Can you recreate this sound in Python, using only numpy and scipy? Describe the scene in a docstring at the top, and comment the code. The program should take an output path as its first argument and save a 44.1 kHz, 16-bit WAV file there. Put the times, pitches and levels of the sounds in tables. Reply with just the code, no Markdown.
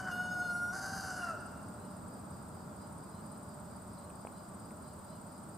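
"""At once a rooster is in mid-crow: a hoarse syllable, a clear held note, then a rasp that sags and stops.
One sounding membrane makes the clear note, two at clashing pitches the rasp; the garden echoes the call.
High cricket chirps, made of arching whistles, start with it, over noise shaped into rumble and hiss;
a lower cricket throbs and a faint high whine pulses. After the crow, gliding tones make far birds.
Late on come a few light knocks close by, each a tone that dies within milliseconds."""
import sys
import numpy as np
from scipy import signal
from scipy.fft import rfft, irfft
from scipy.io import wavfile
from scipy.ndimage import uniform_filter1d

SR = 44100
rng = np.random.default_rng(int(sys.argv[2]) if len(sys.argv) > 2 else 0)


def to_wav(s):
    """Save 16-bit WAV."""
    ch = np.atleast_2d(s).T  # columns
    pcm = np.round(np.clip(ch, -1, 1) * 32767)  # PCM
    wavfile.write(sys.argv[1], SR, pcm.astype(np.int16))


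N = 245637
T = np.arange(N) / SR   # time of every sample [s]
HZ = np.maximum(np.arange(N // 2 + 1) * SR / N, 1)   # every frequency in the spectrum [Hz]


def from_db(db):
    """Decibels to gain."""
    return 10 ** (np.asarray(db) / 20)


def rms_one(x):
    """Scale to unit power."""
    return x / np.sqrt(np.mean(x ** 2) + 1e-20)


def over_hz(points):
    """Read a table at every frequency, with straight lines over log frequency."""
    hz, value = np.transpose(points)
    return np.interp(np.log(HZ), np.log(hz), value)


def colour(x, gain):
    """Filter by a gain per frequency."""
    return irfft(rfft(x) * gain, N)


def hump(hz, width_hz):
    """A resonance applied twice, so its skirts are steep."""
    return 1 / (1 + 1j * (HZ - hz) / width_hz) ** 2


def band(hz, width_hz):
    """A broad resonance with steep flanks."""
    return 1 / np.sqrt(1 + (2 * (HZ - hz) / width_hz) ** 6)


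def drift(rate_hz):
    """Random wander, mostly slower than the given rate; rms 1."""
    return rms_one(colour(rng.standard_normal(N), 1 / (1 + (HZ / rate_hz) ** 2)))


def ramp(start_s, end_s):
    """Rises from 0 to 1 between two times."""
    return np.clip((T - start_s) / (end_s - start_s), 0, 1)


def add(track, s, sound):
    """Mix a short sound in at a time."""
    at = max(round(s * SR), 0)
    track[at:at + len(sound)] += sound[:max(N - at, 0)]


def widen(mid, side, alike):
    """Blend two noises into left and right: 1 makes them equal, 0 unrelated, -1 opposite."""
    return mid * np.sqrt(1 + alike) + side * np.sqrt(1 - alike) * [[1], [-1]]


# how alike the background is at left and right: (frequency [Hz], likeness [-1 to 1])
EAR_LIKENESS = [(30, -0.18), (55, 1), (80, 0.92), (115, 0.99), (165, 0.94), (280, 0.83), (700, 0.61),
                (1400, 0.29), (3000, 0.4), (5000, 0.55), (8200, -0.3), (11000, -0.16), (15000, 0.56)]
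# which side the background leans to: (frequency [Hz], left minus right [dB])
SIDE_LEAN = [(30, 4), (100, -1), (200, -0.5), (700, -.5), (1400, -2), (2400, -1), (4400, -0.5), (7200, 2.5),
             (8400, 2), (10000, -2), (15000, -1.5)]


def stereo_noise(gain):
    """Coloured noise whose likeness and balance between the ears change with frequency; rms 1."""
    alike = np.clip(over_hz(EAR_LIKENESS), -1, 1)
    mid, side = rfft(rng.standard_normal((2, N)))
    ears = widen(mid, side, alike)
    balance = from_db(over_hz(SIDE_LEAN) * [[.5], [-.5]])
    return rms_one(irfft(ears * gain * balance, N))


# colour of far traffic and open air: (frequency [Hz], relative level per Hz [dB])
TRAFFIC_COLOUR = [(15, -66), (25, -36), (38, -14), (52, -16.5), (80, -3), (155, -4), (185, 1.5), (331, -11),
                  (539, -14.5), (594, -7), (654, -12.5), (928, -11.5), (1370, -15), (1800, -30),
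                  (2600, -42), (3380, -67), (5720, -120)]
# drone of far engines: (frequency [Hz], width [Hz], level [dB])
ENGINE_DRONE = [(197, 97, -66), (610, 22.7, -65)]
# colour of the insect chorus and hiss: (frequency [Hz], relative level per Hz [dB])
INSECT_COLOUR = [(2000, -19), (3000, -20), (4400, -17), (4850, -15.5), (6200, -22), (7000, -12.5),
                 (7500, -9.5), (8100, -2), (8650, -4), (9550, -19), (12800, -20), (13700, -20),
                 (14700, -18), (16000, -36)]


def background(traffic_db=-46.5, fade_db_per_s=0.49, insects_db=-60.5):
    """Slowly receding traffic rumbles and engines drone under the steady hiss of many insects."""
    traffic = from_db(traffic_db - fade_db_per_s * T) * stereo_noise(from_db(over_hz(TRAFFIC_COLOUR)))
    drone = sum(from_db(db) * stereo_noise(hump(hz, width)) for hz, width, db in ENGINE_DRONE)
    insects = from_db(insects_db) * stereo_noise(from_db(over_hz(INSECT_COLOUR)))
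    return traffic + drone + insects


def whine(level_db=-79, centre_hz=13600, width_hz=1300, pulses_per_s=60, sharpness=3):
    """A faint, very high electrical hiss pulses at a steady rate."""
    gate = rms_one(np.exp(sharpness * np.cos(2 * np.pi * pulses_per_s * T)))
    return from_db(level_db) * gate * stereo_noise(band(centre_hz, width_hz))


def far_cricket(level_db=-75, uneven_db=-0.5, throb_hz=4.386, crest_s=1.915):
    """A lower cricket, blurred to noise by distance, throbs with a slightly uneven level."""
    throb = 1 + .55 * np.cos(2 * np.pi * throb_hz * (T - crest_s))
    level = from_db(level_db + uneven_db * drift(9.5))
    return level * throb * stereo_noise(hump(4860, 180))


# a far bird's calls, a rising whistle with a lower falling one just behind: (time [s], level [dB])
FAR_CALLS = [(1.773, -74), (2.79, -77), (3.115, -72), (3.28, -76), (3.981, -75), (4.322, -74), (4.831, -74),
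             (5.078, -72)]
# short falling bird chips: (time [s], length [s], pitch [Hz], level [dB])
BIRD_CHIPS = [(3.116, 0.044, 5260, -69), (3.973, 0.015, 4320, -64.5)]
# glides are shares of the pitch
WHISTLE_S, UPPER_HZ, UPPER_GLIDE = 0.1043, 3990, 0.039
LOWER_HZ, LOWER_GLIDE, LOWER_LAG_S, LOWER_DB = 3230, -0.12, 0.019, -6
CHIP_GLIDE = -0.077


def birds():
    """Thin far whistles glide and level off, with a slight tremble in pitch."""
    out = np.zeros(N)
    wander = 1 + .005 * drift(120)
    notes = [(s, WHISTLE_S, UPPER_HZ, UPPER_GLIDE, db) for s, db in FAR_CALLS]
    notes += [(s + LOWER_LAG_S, WHISTLE_S, LOWER_HZ, LOWER_GLIDE, db + LOWER_DB) for s, db in FAR_CALLS]
    notes += [(s, length, hz, CHIP_GLIDE, db) for s, length, hz, db in BIRD_CHIPS]
    for s, length, hz, glide, db in notes:
        u = np.linspace(0, 1, int(length * SR))   # progress through the note
        tremble = np.roll(wander, -int(s * SR))[:len(u)]
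        pitch = hz * (1 + glide * np.sin(np.pi * u / 2)) * tremble
        swell = np.sqrt(abs(np.sin(np.pi * u)))
        add(out, s, from_db(db) * swell * np.sin(2 * np.pi * np.cumsum(pitch) / SR))
    return out


# trains of the nearest cricket: (first chirp [s], last chirp [s])
CHIRP_TRAINS = [(.018, .26), (.345, 1.07), (1.129, 1.8), (1.857, 2.369), (2.429, 2.551), (2.765, 2.929),
                (2.984, 3.379), (3.434, 5.55)]
CHIRP_EVERY_S = .0558   # roughly: each train is divided evenly
STROKE_HZ, STROKE_RISE_HZ = 8045, 868   # a wing stroke's pitch at its ends, and its rise in the middle


def cricket(level_db=-54.5, stroke_s=0.019, lead_s=0.01, edge_db=-12, spread_db=1.5, pan_db=1.0,
            lag_s=.000026):
    """Each wing stroke speeds up and slows, so its whistle arches; it reaches the right ear a little later."""
    speed = np.sin(np.linspace(0, np.pi, int(stroke_s * SR)))
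    pitch = STROKE_HZ + STROKE_RISE_HZ * speed ** 2
    swell = from_db(edge_db * (1 - speed))
    left, right = np.zeros((2, N))
    for first, last in CHIRP_TRAINS:
        for s in np.linspace(first, last, round((last - first) / CHIRP_EVERY_S) + 1):
            detune, force = rng.standard_normal(2)   # every stroke differs a little
            phase = 2 * np.pi * np.cumsum(pitch * (1 + 0.0075 * detune)) / SR
            late_phase = phase - 2 * np.pi * pitch * lag_s
            stroke_db = level_db + spread_db * force
            add(left, s - lead_s, swell * from_db(stroke_db + pan_db) * np.sin(phase))
            add(right, s - lead_s, swell * from_db(stroke_db - pan_db) * np.sin(late_phase))
    return np.array([left, right])


# light knocks: (time [s], peak level [dB], ring pitch [Hz], time to fall 60 dB [s])
LIGHT_KNOCKS = [(4.102, -55, 2530, .008), (4.25, -30.5, 625, 0.007), (4.2703, -36, 820, 0.0087),
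                (4.2715, -45.5, 2420, 0.007), (4.708, -52.5, 2060, 0.006)]


def knocks(rise_s=0.0002):
    """Each light contact rings for a few cycles."""
    out, t = np.zeros(N), T[:SR // 20]
    for s, db, hz, t60 in LIGHT_KNOCKS:
        envelope = (1 - np.exp(-t / rise_s)) ** 2 * from_db(-60 * t / t60)
        ring = envelope * np.sin(2 * np.pi * hz * t)
        add(out, s, from_db(db) * ring / abs(ring).max())
    return out


def garden(x, likeness=0.73, build_s=0.016, t60_s=1.48, cut_hz=4700):
    """Shrubs and trees scatter a dull, quickly building echo that dies away slowly."""
    tail = from_db(-60 * T / t60_s) * (1 - np.exp(-T / build_s))
    mid, side = rng.standard_normal((2, N)) * tail
    echo = rms_one(widen(mid, side, likeness)) / np.sqrt(N)
    dull = signal.sosfilt(signal.butter(2, cut_hz, fs=SR, output="sos"), x)
    return signal.fftconvolve(dull[None], echo, axes=1)[:, :N]


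def partial(phase, order):
    """One harmonic of the syrinx, the bird's voice organ; rms 1."""
    return np.sqrt(2) * np.sin(order * phase)


def syrinx(pitch, hoarse, clear_jitter=0.00392, rasp_jitter=0.0194, jitter_hz=170):
    """The phase of a membrane that beats nearly evenly; pushed harder, its cycles go uneven."""
    wobble = clear_jitter * drift(77.0) + rasp_jitter * hoarse * drift(jitter_hz)
    return 2 * np.pi * np.cumsum(pitch * (1 + wobble)) / SR


def pulses(phase):
    """One sharp puff per cycle, made of harmonics 3 to 18; rms 1."""
    return rms_one(sum(partial(phase, order=k) for k in range(3, 19)))


def joined(x, join_s=0.012):
    """The throat glides from one setting to the next."""
    return uniform_filter1d(x, max(int(join_s * SR), 1))


OPENING_HZ, OPENING_SAG_HZ_PER_S = 754.8, 280   # the first syllable starts high and sags
# the held note sways about its pitch, and is reached from just below
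HELD_HZ, SWAY_HZ, SWAY_CREST_S, SWAY_PERIOD_S = 719, 9, .24, .65
SCOOP_HZ, SCOOP_S = 14.2, 0.02986
ARCH_S, ARCH_HZ, ARCH_BEND_HZ_PER_S2 = .92, 773.5, 720   # the last syllable arches over this crest
RELEASE_DROP_HZ = 70   # pitch collapse at the very end


def melody(syllable, age, release):
    """A sagging opening, the swaying held note, then an arch that collapses at its end."""
    opening = OPENING_HZ - OPENING_SAG_HZ_PER_S * T
    sway = SWAY_HZ * np.cos(2 * np.pi * (T - SWAY_CREST_S) / SWAY_PERIOD_S)
    held = HELD_HZ + sway - SCOOP_HZ * np.exp(-age / SCOOP_S)
    arch = ARCH_HZ - ARCH_BEND_HZ_PER_S2 * (T - ARCH_S) ** 2 - RELEASE_DROP_HZ * release ** 2
    return joined(np.choose(syllable, [opening, held, arch]))


def windpipe(lead, free, hoarse, free_db=-7, air_db=-7, air_hz=1480, air_width_hz=180, half_tone_db=-16,
             third_db=-39, rasp_loss=0.38):
    """The windpipe favours the second harmonics; in the rasp, air and a half-tone crowd round them."""
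    air = from_db(air_db) * rms_one(colour(rng.standard_normal(N), hump(air_hz, air_width_hz)))
    half_tone = from_db(half_tone_db) * partial(lead + drift(34), order=3 / 2)
    second = (1 - rasp_loss * hoarse) * partial(lead, order=2)
    third = from_db(third_db) * partial(lead, order=3)
    rasp = from_db(free_db) * partial(free, order=2) + air + half_tone
    return second + third + hoarse * rasp


# overtones of the clear note: (multiple of the pitch, relative level at first [dB],
# relative level with the neck stretched [dB])
CLEAR_OVERTONES = [(5, -23.5, -24.5), (6, -20, -24), (7, -20, -29), (8, -27, -13), (9, -16, -28),
                   (10, -43, -25), (11, -27, -19), (12, -21, -32), (13, -41, -16), (14, -21.5, -13),
                   (15, -36, -28), (16, -29, -23.5), (17, -46, -32), (18, -26, -24)]


def clear_overtones(phase, stretch_s=0.506, stretch_time_s=0.053):
    """The upper harmonics flutter, and change balance as the neck stretches."""
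    stretch = np.clip((T - stretch_s) / stretch_time_s + .5, 0, 1)
    out = 0
    for k, early_db, late_db in CLEAR_OVERTONES:
        flutter_db = 3.5 * drift(12)
        out = out + from_db(early_db + stretch * (late_db - early_db) + flutter_db) * partial(phase, order=k)
    return out / np.sqrt(uniform_filter1d(out ** 2, SR // 10))   # evens the level over 0.1 s


# resonances of throat and open beak in the rasp: (frequency [Hz], width [Hz], relative level [dB])
BEAK_RESONANCES = [(4300, 530, -12.5), (4910, 590, -1.5), (6260, 1100, -5), (7320, 140, 0),
                   (8640, 1600, -12.5), (9940, 260, -5.5), (11500, 540, -14), (13900, 3400, -29)]


def beak_rasp(lead, free, free_db=0, air=0.89):
    """Both pulse trains and the air they let through ring the open beak."""
    turbulence = air * (1 + np.cos(lead)) * rng.standard_normal(N)
    beak = np.sqrt(sum((from_db(db) * band(hz, width)) ** 2 for hz, width, db in BEAK_RESONANCES))
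    return rms_one(colour(pulses(lead) + from_db(free_db) * pulses(free) + turbulence, beak))


# the crow's syllables, each running into the next, with levels before the swells and flares below:
# (start [s], hoarseness [0-1], main resonance [dB], fundamental [dB], second resonance [dB],
# its change [dB per s], bright overtones [dB], their opening accent [dB])
CROW_SYLLABLES = [(0, 0.97, -41.5, -52.5, -64, -20, -61.5, 11),
                  (.115, 0.03, -42, -50.5, -55.5, -48, -59.5, 10.5),
                  (.729, 0.9, -44.5, -50.5, -76.5, 26, -51, -9)]
CROW_END_S, ACCENT_S = 1.362, 0.0092   # end of the crow; decay of the accents
SWELL_S, SWELL_WIDTH_S, SWELL_DB = 0.46, 0.16, 2.5   # the held note swells in its middle
FREE_HZ, FREE_SAG_HZ_PER_S = 749, 48   # the other membrane, which breaks free when the voice is hoarse
# as the air runs out the rasp smooths and dulls and the main resonance comes forward
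TIRE_S, TIRE_SMOOTHS, TIRE_DULL_DB, TIRE_MAIN_DB = 1.047, 0.56, -10.5, 5.5
RELEASE_S, RELEASE_DB = .05, -26   # at the very end the overtones go
# the fourth harmonic flares as it passes this resonance
SECOND_HZ, SECOND_WIDTH_HZ, SECOND_BOOST_DB = 2825, 14, 12


def rooster(free_low_db=-12, shimmer=0.19, flutter_db=1.0, flutter_hz=14):
    """One membrane sings the clear note; two at clashing pitches make the rasp."""
    syllable = np.searchsorted([row[0] for row in CROW_SYLLABLES[1:]], T)
    settings = np.array(CROW_SYLLABLES)[syllable].T
    start, hoarse, main_db, low_db, second_db, second_slope, bright_db, accent_db = settings
    age = T - start
    tired = ramp(TIRE_S, CROW_END_S)
    release = ramp(CROW_END_S - RELEASE_S, CROW_END_S)
    swell_db = SWELL_DB * np.exp(-((T - SWELL_S) / SWELL_WIDTH_S) ** 2)
    hoarse = np.clip(joined(hoarse) * (1 - TIRE_SMOOTHS * tired), 0, 1)
    pitch = melody(syllable, age, release)

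    # loudness of each part of the voice
    main_flutter_db = flutter_db * (2.5 - hoarse) * drift(flutter_hz)
    main = joined(from_db(main_db + swell_db + TIRE_MAIN_DB * tired + main_flutter_db))
    flare_db = SECOND_BOOST_DB / (1 + ((4 * pitch - SECOND_HZ) / SECOND_WIDTH_HZ) ** 2)
    second = joined(from_db(second_db + second_slope * age + flare_db))
    accent = accent_db * np.exp(-age / ACCENT_S)
    bright = joined(from_db(bright_db + swell_db + accent + TIRE_DULL_DB * tired))

    lead = syrinx(pitch, hoarse)
    free = syrinx(FREE_HZ - FREE_SAG_HZ_PER_S * T, hoarse)
    fundamental = partial(lead, order=1) + hoarse * from_db(free_low_db) * partial(free, order=1)
    # hoarseness moves the second resonance towards the free membrane's fourth harmonic
    fourth = (1 - hoarse ** 2 / 2) * partial(lead, order=4) + hoarse ** 2 * partial(free, order=4)
    top = np.sqrt(1 - hoarse) * clear_overtones(lead) + np.sqrt(hoarse) * beak_rasp(lead, free)
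    overtones = main * windpipe(lead, free, hoarse) + second * fourth + bright * top
    voice = joined(from_db(low_db)) * fundamental + from_db(RELEASE_DB * release) * overtones
    fade_out = np.clip((CROW_END_S - T) / 0.024 + .5, 0, 1)
    return voice * (1 + shimmer * hoarse * drift(130)) * fade_out


def scene(pan_db=.5, garden_db=-5):
    """Rooster and birds call from almost straight ahead, with the garden all round."""
    calls = rooster() + birds()
    direct = calls * from_db([[pan_db], [-pan_db]])
    echo = from_db(garden_db) * garden(calls)
    return background() + whine() + far_cricket() + cricket() + knocks() + echo + direct


def record(dry, cutoff_hz=15700):
    """The top is cut steeply."""
    return colour(dry, 1 / np.sqrt(1 + (HZ / cutoff_hz) ** 1200))


dry = scene()
out = record(dry)
to_wav(out)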